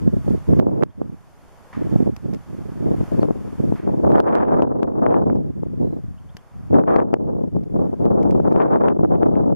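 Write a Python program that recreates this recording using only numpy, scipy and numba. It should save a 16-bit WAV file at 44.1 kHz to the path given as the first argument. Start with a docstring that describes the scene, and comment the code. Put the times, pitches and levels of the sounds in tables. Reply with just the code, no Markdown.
"""The edge of a reed bed: gusty wind blows over the bare stereo microphone of a hand-held camera.
Eddies push the two ports in opposite directions, smaller and faster in a gust; the hardest ones
overload and crack. Underneath lie microphone hiss, a distant murmur of open country, a few far bird
chips, a lens motor, two brief rustles and the clicks of fingers on the camera."""
import sys
import numpy as np
from scipy import signal
from scipy.fft import rfft, irfft, next_fast_len
from scipy.io import wavfile
from scipy.ndimage import uniform_filter1d
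from numba import njit

SR = 44100
rng = np.random.default_rng(int(sys.argv[2]) if len(sys.argv) > 2 else 0)


def dump_mix(stems):
    """Bounce the given channels to the path in sys.argv[1] as a 16-bit WAV at rate SR."""
    frames = np.atleast_2d(stems).T  # one column per channel
    limited = np.clip(frames, -1, 1)  # hard clip at full scale
    pcm = np.round(limited * 32767).astype(np.int16)
    wavfile.write(sys.argv[1], SR, pcm)


N = 421155
TIME = np.arange(N) / SR
APART = np.array([[1], [-1]])  # opposite signs left and right


def undb(db):
    """Decibels to gain."""
    return 10 ** (np.asarray(db) / 20)


def unit(x):
    """Scale to rms 1."""
    return x / np.sqrt(np.mean(x ** 2))


def colour(x, points):
    """EQ by a curve of (freq_hz, gain_db) points."""
    hz, db = np.transpose(points)
    size = next_fast_len(x.shape[-1])
    bin_hz = np.maximum(np.arange(size // 2 + 1) * SR / size, 1)
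    gain = undb(np.interp(np.log(bin_hz), np.log(hz), db))
    return irfft(rfft(x, size) * gain, size)[..., :x.shape[-1]]


def wander(rate_hz):
    """Smooth random drift with rms 1."""
    step = int(SR / rate_hz)
    stairs = np.repeat(rng.standard_normal(N // step + 1), step)
    return unit(uniform_filter1d(stairs, step)[:N])


def add(out, start_s, sound):
    """Mix a sound into a stereo track."""
    i = max(int(start_s * SR), 0)
    out[:, i:i + sound.shape[-1]] += sound[..., :N - i]


# The bed ducks where the wind hits hard: start_s, depth_db, recovery_s
BED_DUCKS = [(0.02, 3, 0.27), (0.596, 13, 0.41), (0.836, 7, 0.64), (2.07, 4, 0.58), (3.25, 3, 0.19),
             (3.78, 5, 23), (4.119, 4.5, 1.27), (4.202, 5, 1.1), (4.353, 9, 1.5), (6.74, 10.5, 0.43),
             (6.98, 8, 1.4), (8.055, 4.5, 2.6), (8.53, 7, 4.2)]
# Soft swells of the bed: centre_s, half_width_s, rise_db
BED_SWELLS = [(0.3, 0.059, 3.5), (1.93, 0.091, 3), (3.08, 0.13, 3.5)]


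def bed_ride_db(sink_s=0.018):
    """Level ride of the background: quick ducks that creep back up, and smooth swells."""
    ride_db = sum(db * np.exp(-((TIME - s) / width) ** 2) for s, width, db in BED_SWELLS)
    for start, depth, recovery in BED_DUCKS:
        age = np.maximum(TIME - start, 0)
        ride_db -= depth * np.minimum(age / sink_s, 1) * np.exp(-age / recovery)
    return ride_db


# Bright microphone hiss: freq_hz, gain_db
HISS_EQ = [(200, 2), (1500, -1), (3000, 5.5), (5000, 3.5), (7000, 2.5), (9000, -0.5), (12300, -1.5),
           (14000, -9), (15000, -26), (16000, -36.5)]
# Dull murmur of open country: freq_hz, gain_db
COUNTRY_EQ = [(60, 5), (200, -3), (400, 0.5), (700, 2), (1050, 0), (1500, -6), (2400, -15), (8000, -49)]


def background(hiss_db=-59.5, hiss_side_db=2.0, country_db=-48, country_width=0.57, drift_db=1):
    """The bed: wide microphone hiss over the narrower, slowly drifting wash of far country."""
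    mid, side = colour(rng.standard_normal((2, N)), HISS_EQ)
    side = colour(side, [(1000, 1.5), (4500, -5.5), (8000, -2.0), (13000, 2.0)])
    hiss = unit(mid + undb(hiss_side_db) * APART * side)
    mid, side = colour(rng.standard_normal((2, N)), COUNTRY_EQ)
    country = unit(mid + country_width * APART * side) * undb(drift_db * wander(1.9))
    return undb(bed_ride_db()) * (undb(hiss_db) * hiss + undb(country_db) * country)


# Far bird chips: start_s, top_pitch_hz, level_db
BIRD_CHIPS = [(0.893, 3550, -68), (3.202, 4630, -54), (6.172, 3150, -62), (6.285, 3550, -60),
              (6.375, 3250, -63)]


def birds(length_s=0.0263, rise=0.15, waver=0.04):
    """Short, slightly hoarse whistles that slide up and level off."""
    out = np.zeros((2, N))
    progress = np.linspace(0, 1, int(length_s * SR))
    for start, top_hz, db in BIRD_CHIPS:
        hz = top_hz * (1 - rise * (1 - progress) ** 2 + waver * wander(490)[:len(progress)])
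        phase = 2 * np.pi * np.cumsum(hz) / SR + np.array([[0], [1]])  # right leads by a radian
        add(out, start, undb(db) * np.sin(np.pi * progress) * np.sin(phase))
    return out


# The lens motor nudges the focus: start_s, length_s
FOCUS_NUDGES = [(5.835, 0.06), (5.9, 0.075)]


def lens_motor(drive_hz=3985, drive_db=-62, third_db=-72):
    """Two faint, unsteady pulses of whine on the left: the drive tone and its third harmonic."""
    gate = np.zeros(N)
    for start, length in FOCUS_NUDGES:
        progress = np.clip((TIME - start) / length, 0, 1)
        gate += np.sqrt(np.abs(np.sin(np.pi * progress)))
    phase = 2 * np.pi * drive_hz * TIME + .35 * wander(120)
    whine = undb(drive_db) * np.sin(phase) + undb(third_db) * np.sin(3 * phase)
    return gate * whine * np.array([[1], [.3]])


# Brief rustles: start_s, length_s, level_db
RUSTLES = [(1.728, 0.14, -41), (3.754, 0.21, -46)]
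# Their papery midrange: freq_hz, gain_db
RUSTLE_EQ = [(300, -8), (1000, 9.5), (2000, 5), (3000, -8), (4000, -12), (14000, -39)]


def rustles(attack_s=0.00098, grain_db=0.5, width=0.57):
    """Soft grainy scrapes that start at once and fade."""
    envelope = np.zeros(N)
    for start, length, db in RUSTLES:
        age = np.maximum(TIME - start, 0)
        envelope += undb(db) * (1 - np.exp(-age / attack_s)) * np.exp(-2 * age / length)
    mid, side = colour(rng.standard_normal((2, N)), RUSTLE_EQ)
    return envelope * undb(grain_db * wander(200)) * unit(mid + width * APART * side)


# Fingers on the camera body: start_s, level_db (before boost_db)
FINGER_TAPS = [(2.164, -33), (2.336, -39), (2.346, -34.5), (5.357, -50), (6.3679, -29.5), (7.636, -47.5),
               (8.2296, -39), (8.309, -35.5), (8.4, -48), (8.526, -46.5), (8.5599, -52)]
# Tone of the shell: freq_hz, gain_db
SHELL_EQ = [(1200, 4.5), (2200, 6), (3700, -8), (5100, 2), (6500, -7), (9000, -17), (12500, -10),
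            (16000, -26)]


def handling_clicks(attack_s=0.00014, decay_s=0.0025, boost_db=4):
    """Dry ticks of the camera's plastic shell."""
    out = np.zeros((2, N))
    age = TIME[:1024]
    envelope = np.exp(-age / decay_s) * (1 - np.exp(-age / attack_s))
    for start, db in FINGER_TAPS:
        tick = colour(rng.standard_normal((2, len(age))), SHELL_EQ) * envelope
        add(out, start, tick / np.abs(tick).max() * undb(db + boost_db))
    return out


# Tearing edge of a gust: freq_hz, gain_db
RASP_EQ = [(800, -22.5), (2000, 2), (3500, 3.5), (5000, -19.5), (9000, -33)]


def rasp(air, eddy_hz, gain_db=-39, gust_hz=250, smear_s=0.0029):
    """Fast gusts tear: a fine, dense crackle that follows their pressure."""
    power = uniform_filter1d(air ** 2, int(smear_s * SR))
    noise = unit(colour(rng.standard_normal((2, N)), RASP_EQ))
    return undb(gain_db) * (eddy_hz / gust_hz) ** 4 * power * noise


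# The microphone overloads and cracks: time_s, level_db (before boost_db)
OVERLOAD_CRACKS = [(0.594, -19), (0.5991, -17.5), (0.8355, -12), (3.2297, -21), (4.1193, -24.5),
                   (4.2023, -12), (4.3532, -13.5), (4.596, -40), (4.623, -20.5), (4.8316, -16.5),
                   (6.7447, -25), (6.752, -33), (6.793, -28), (6.963, -25), (7.002, -32), (7.141, -13),
                   (8.0552, -25), (8.8852, -25)]
# Hard midrange bite of a crack: freq_hz, gain_db
CRACK_EQ = [(300, -3), (1500, 21.5), (3000, 11), (5000, 1.5), (9000, -9), (16000, -22)]


def cracks(air, boost_db=1, weak_port_db=-8):
    """The hardest buffets snap: a sharp step in pressure, mostly on the port that is hit harder."""
    out = np.zeros((2, N))
    pulse = signal.hilbert(colour(signal.unit_impulse(512, "mid"), CRACK_EQ))
    edge = pulse.imag / np.abs(pulse).max()  # a quarter-cycle shift turns the spike into an edge
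    for s, db in OVERLOAD_CRACKS:
        pressure = air[:, int(s * SR)]
        weaker = np.abs(pressure) < np.abs(pressure).max()
        port_gain = -np.sign(pressure) * np.where(weaker, undb(weak_port_db), 1)
        add(out, s - len(edge) / 2 / SR, port_gain[:, None] * edge * undb(db + boost_db))
    return out


@njit
def eddies(times, hz, size, turn):
    """Pressure of passing vortices: one swing each, tuned to hz; turn (radians) makes it lopsided."""
    out = np.zeros(N)
    for k in range(len(times)):
        centre, reach = times[k] * SR, 1.5 * SR / hz[k]
        even, odd = size[k] * np.cos(turn[k]), size[k] * np.sin(turn[k])
        for i in range(max(int(centre - reach) + 1, 0), min(int(centre + reach), N)):
            u = 2 * np.pi * hz[k] * (i - centre) / SR
            fade = (1 - ((i - centre) / reach) ** 2) ** 3
            out[i] += fade * (even * (1 - u * u) - odd * 2 * u) / (1 + u * u) ** 2
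    return out


def ports(times, hz, size, turn, lag_s, lean_db):
    """Each eddy pushes one port and pulls the other, a little apart in time and strength."""
    return np.array([side * eddies(times + side * lag_s, hz, size * undb(side * lean_db / 2), turn)
                     for side in (1, -1)])


def port_leak(x, cutoff_hz=68):
    """The ports leak, so slow pressure swings fade out gently toward the deep bass."""
    leak = signal.butter(1, cutoff_hz, "high", fs=SR, output="sos")
    return signal.sosfilt(leak, signal.sosfilt(leak, x))


def spits(level_db, eddy_hz, count=700, gain_db=-21, spread_db=4, gust_hz=250, faster=2.4, lag_s=.00005):
    """Tiny sharp eddies sputter through the fast gusts; most are faint, a few stand out."""
    place, size, turn, pitch, lean = rng.random((count, 5)).T
    at = (place * N).astype(int)
    accent_db = -spread_db * np.log(np.maximum(size, .05))
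    strength = undb(level_db[at] + gain_db + accent_db) * (eddy_hz[at] / gust_hz) ** 2
    hz = faster * eddy_hz[at] * 2 ** ((pitch - .5) / 2)
    return port_leak(ports(TIME[at], hz, strength, 2 * np.pi * turn, lag_s, lean_db=10 * (lean - .5)))


# Thumps of single hard eddies, plus two dull, high-pitched snaps of overload (near 0.825 s and 8.885 s) that
# share their shape: time_s, spike_db, pitch_hz, left_minus_right_db
HARD_EDDIES = [(0.077, 2, 125, -1.5), (0.2811, -7, 180.4, -5), (0.5923, 2.5, 140.3, -2.5),
               (0.5991, -2.5, 231, -3.5), (0.6685, -3.5, 205, -0.5), (0.8252, -12.5, 502, -3.5),
               (0.8272, -3, 192, -2), (0.8314, -5, 188, -3.5), (0.8354, -2.5, 288, -2.5),
               (1.017, -7, 212, -1.5), (1.926, -5.5, 131, -4), (1.96, -1.5, 136, 0),
               (2.0049, -1.5, 153, -2.5), (2.0766, -2, 150, -1), (2.3313, -11, 149, -2),
               (2.914, -4, 142, 0.5), (3.012, -6, 167, 3), (3.194, 1, 159, -1.5), (3.2319, -1.5, 250, 2),
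               (3.2864, -5, 196, -1), (3.308, -5, 221, 1.5), (3.7236, 0, 172, 4.5), (3.876, -4.5, 210, 3),
               (4.037, -14, 230, 6.5), (4.05, -10, 297, 6), (4.1192, -7, 300, -4), (4.183, -4, 352, 2),
               (4.2021, 0.5, 346, 3.5), (4.3538, -2, 270, 1.5), (4.596, -6, 255, 10),
               (4.6223, -0.5, 302, 4), (4.8303, -4, 253, 5), (5.0646, -5, 418, 8.5), (5.143, -10, 394, 9.5),
               (5.167, -6.5, 274, 7), (5.3, -13, 330, -10.5), (5.6338, -8.5, 193, 1.5),
               (6.731, -2.5, 190, 4.5), (6.744, -1, 208, 4.5), (6.838, -10, 290, 2), (6.9625, -1, 294, 8.5),
               (7.002, -9, 385, 6.5), (7.132, -3, 217, 2.5), (7.141, 2, 277, 1.5), (7.566, -6.5, 194, 1.5),
               (8.0551, -3, 180, 5.5), (8.1849, -19, 255, 7), (8.3495, -3.5, 192, 3.5),
               (8.401, -6.5, 215, 7.5), (8.4818, -7, 198, 6), (8.5619, -1, 238, 2), (8.603, -8.5, 430, 6.5),
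               (8.618, -9, 422, 2), (8.759, -4.5, 320, 4), (8.8288, -9.5, 220, -2), (8.885, -15.5, 598, 13),
               (9.034, -3.5, 165, -1), (9.049, -3, 252, -3.5), (9.355, -24.5, 520, 7),
               (9.366, -9.5, 219.5, 6.5), (9.402, -7.5, 203, 2)]


def buffets(ahead_db=-8, behind_db=-7, ahead_cycles=0.55, behind_cycles=0.28,
            slower=0.76, scatter=0.17, skew=0.12, lag_s=.00008):
    """A narrow pressure spike between two broader swings the other way; no two are quite alike."""
    s, db, hz, lean_db = np.transpose(HARD_EDDIES)
    sign, heading, turn, early, late = rng.standard_normal((len(s), 5)).T
    size = np.sign(sign) * undb(db)
    swings = [(s, hz, size),
              (s - ahead_cycles * np.exp(scatter * early) / hz, slower * hz, -size * undb(ahead_db)),
              (s + behind_cycles * np.exp(scatter * late) / hz, slower * hz, -size * undb(behind_db))]
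    lags = lag_s * np.sign(heading)
    return port_leak(sum(ports(*swing, skew * turn, lags, lean_db) for swing in swings))


def thin_out(stream, eddy_hz, boom_hz=125, from_hz=140, share=0.23):
    """Fast air booms less: its weight moves from the upper bass into the low middle."""
    boom = signal.lfilter(*signal.iirpeak(boom_hz, 1, fs=SR), stream)
    return stream - share * np.clip(2 * (eddy_hz / from_hz - 1), 0, 1) * boom


def eddy_stream(level_db, eddy_hz, count=9500, dense_hz=250, pitch_scatter=0.14,
                small_db=-1.5, size_db=1.5, flurry_rate_hz=115, flutter_db=4.4, sputter_hz=182,
                quickening=0.025, lag_s=.000076, uneven_db=3.0, steady_s=0.04, trim_db=-0.11):
    """The wind's body: eddies crowd closer in faster air; each flurry makes them stronger and faster."""
    place, pitch, size, turn, heading, lean = rng.standard_normal((count, 6)).T
    passed = np.cumsum(np.clip(eddy_hz / dense_hz, .4, 1))
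    times = np.interp((np.arange(count) + place / 2) / count, passed / passed[-1], TIME)
    at = (times * SR).astype(int)
    typical_hz = np.maximum(eddy_hz[at], 35)
    flurry = wander(flurry_rate_hz)[at]
    flurry = np.minimum(flurry, 1.18 * np.tanh(flurry / 1.29))  # lulls reach further than peaks
    sputter = np.minimum(sputter_hz / typical_hz, 1.49)  # a breeze sputters, a gust rushes more evenly
    flurry_db = flutter_db * sputter * flurry
    detune = pitch_scatter * np.minimum(pitch, 2 * np.tanh(pitch / 2))
    hz = typical_hz * np.exp(detune + quickening * flurry_db)
    # the smallest, fastest eddies carry the least pressure
    eddy_db = size_db * size + flurry_db + small_db * np.maximum(pitch, 0) ** 2
    lags = lag_s * np.sin(2 * np.pi * heading)  # set by the direction an eddy crosses the pair
    stream = port_leak(ports(times, hz, undb(eddy_db), 2 * np.pi * turn, lags, uneven_db * lean))
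    stream = thin_out(stream, eddy_hz)
    # even out the stream so that the gusts alone set its slow strength
    span = int(steady_s * SR)
    power = uniform_filter1d(uniform_filter1d(np.mean(stream ** 2, axis=0), span), span // 2)
    return stream / np.sqrt(power + 1e-12) * undb(level_db + trim_db)


# Gusts at the ports: start_s, hold_s, level_db, eddy_pitch_hz
GUSTS = [(0.034, 0.14, -17, 99.49), (0.278, 0.06, -14.5, 110.9), (0.497, 0.053, -10.5, 120.1),
         (0.592, 0.22, -19.5, 157.8), (0.984, 0.14, -30, 108.9), (1.78, 0.089, -21, 123.2),
         (1.922, 0.17, -17, 120.2), (2.244, 0.1, -23, 113.8), (2.5, 0.35, -29, 101.9),
         (2.823, 0.11, -17, 142.2), (2.989, 0.018, -17, 117), (3.119, 0.036, -18, 132.7),
         (3.185, 0.11, -18.5, 161.9), (3.35, 0.18, -28, 118.1), (3.602, 0.12, -17, 121.1),
         (3.759, 0.16, -29.5, 147.8), (3.862, 0.15, -18.5, 166.1), (4.047, 0.084, -12, 189.3),
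         (4.136, 0.05, -11.5, 270.1), (4.256, 0.18, -16, 280.8), (4.476, 0.063, -17, 262.3),
         (4.523, 0.11, -15.5, 226.7), (4.667, 0.18, -20, 192.6), (4.868, 0.15, -22, 197.3),
         (4.995, 0.075, -15, 216), (5.096, 0.081, -14.5, 231.2), (5.202, 0.034, -17, 203.2),
         (5.263, 0.11, -16, 157.8), (5.383, 0.12, -23.5, 117), (5.568, 0.28, -25.5, 101.9),
         (5.806, 0.05, -17, 134.4), (5.895, 0.073, -24.5, 132.7), (6.027, 0.073, -27.5, 67.6),
         (6.15, 0.2, -38.5, 57.6), (6.555, 0.18, -32.5, 62.7), (6.73, 0.016, -10, 169.7),
         (6.761, 0.032, -11, 242.2), (6.877, 0.11, -14, 275.5), (7.005, 0.016, -18.5, 242.8),
         (7.026, 0.14, -24, 176.6), (7.204, 0.24, -21, 152.5), (7.439, 0.023, -22.5, 128.1),
         (7.553, 0.018, -15.5, 145.8), (7.602, 0.18, -29, 118.9), (7.744, 0.083, -16.0, 170.5),
         (7.838, 0.1, -22, 165.2), (8.015, 0.38, -14.5, 176.1), (8.447, 0.12, -14.5, 204.3),
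         (8.589, 0.048, -14.5, 278.1), (8.658, 0.063, -19, 227.1), (8.724, 0.031, -13, 265.5),
         (8.81, 0.088, -13.5, 234.8), (8.912, 0.05, -21.5, 189.9), (8.992, 0.063, -15, 176.3),
         (9.11, 0.043, -13, 209.6), (9.215, 0.076, -13, 195.2), (9.339, 0.1, -15.5, 195.4),
         (9.47, 0.06, -15, 176.7)]


def airflow(breeze_db=-48.5, breeze_hz=55, rise_db_per_s=489, fall_db_per_s=242, octaves_per_db=0.0462):
    """Level and eddy pitch of the wind: gusts hit fast over a breeze, then fade and drop in pitch."""
    power = np.full(N, undb(breeze_db) ** 2)
    weighted_hz = power * breeze_hz  # the strongest gust dominates the pitch
    for start, hold, db, hz in GUSTS:
        fade_db = rise_db_per_s * np.maximum(start - TIME, 0)
        fade_db += fall_db_per_s * np.maximum(TIME - start - hold, 0)
        audible = fade_db < 60
        gust_power = undb(db - fade_db[audible]) ** 2
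        power[audible] += gust_power
        weighted_hz[audible] += gust_power * hz * 2 ** (-octaves_per_db * fade_db[audible])
    return 10 * np.log10(power), weighted_hz / power


# The wind shifts from one port to the other: time_s, left_minus_right_db
WIND_PAN = [(0, -0.5), (.8, -1.5), (2.7, -2.5), (3.2, 2.5), (3.8, -0.24), (9.55, 1.46)]


def wind_on_microphone(level_db, eddy_hz, knee=8):
    """Stream, spits and buffets lean across the ports; overload rounds their peaks at full scale."""
    air = eddy_stream(level_db, eddy_hz) + spits(level_db, eddy_hz) + buffets()
    pan_db = np.interp(TIME, *np.transpose(WIND_PAN))
    air *= undb(APART * pan_db / 2)
    return air / (1 + np.abs(air) ** knee) ** (1 / knee)


def treble_notches(x, centres_hz=(3950, 7900), width_hz=330):
    """Scoop out two narrow treble bands."""
    for hz in centres_hz:
        x = signal.lfilter(*signal.iirnotch(hz, hz / width_hz, fs=SR), x)
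    return x


def scene():
    """Wind on the ports over the quiet marsh; only cracks and clicks bypass the notches."""
    level_db, eddy_hz = airflow()
    air = wind_on_microphone(level_db, eddy_hz)
    mix = air + rasp(np.tanh(air), eddy_hz) + rustles() + birds() + lens_motor() + background()
    return treble_notches(mix) + cracks(air) + handling_clicks()


def record(dry):
    """The camera stops at full scale and cuts the top above 15750 Hz."""
    high_cut = signal.ellip(8, .2, 70, 15750, fs=SR, output="sos")
    return signal.sosfilt(high_cut, np.clip(dry, -1, 1))


dry = scene()
out = record(dry)
dump_mix(out)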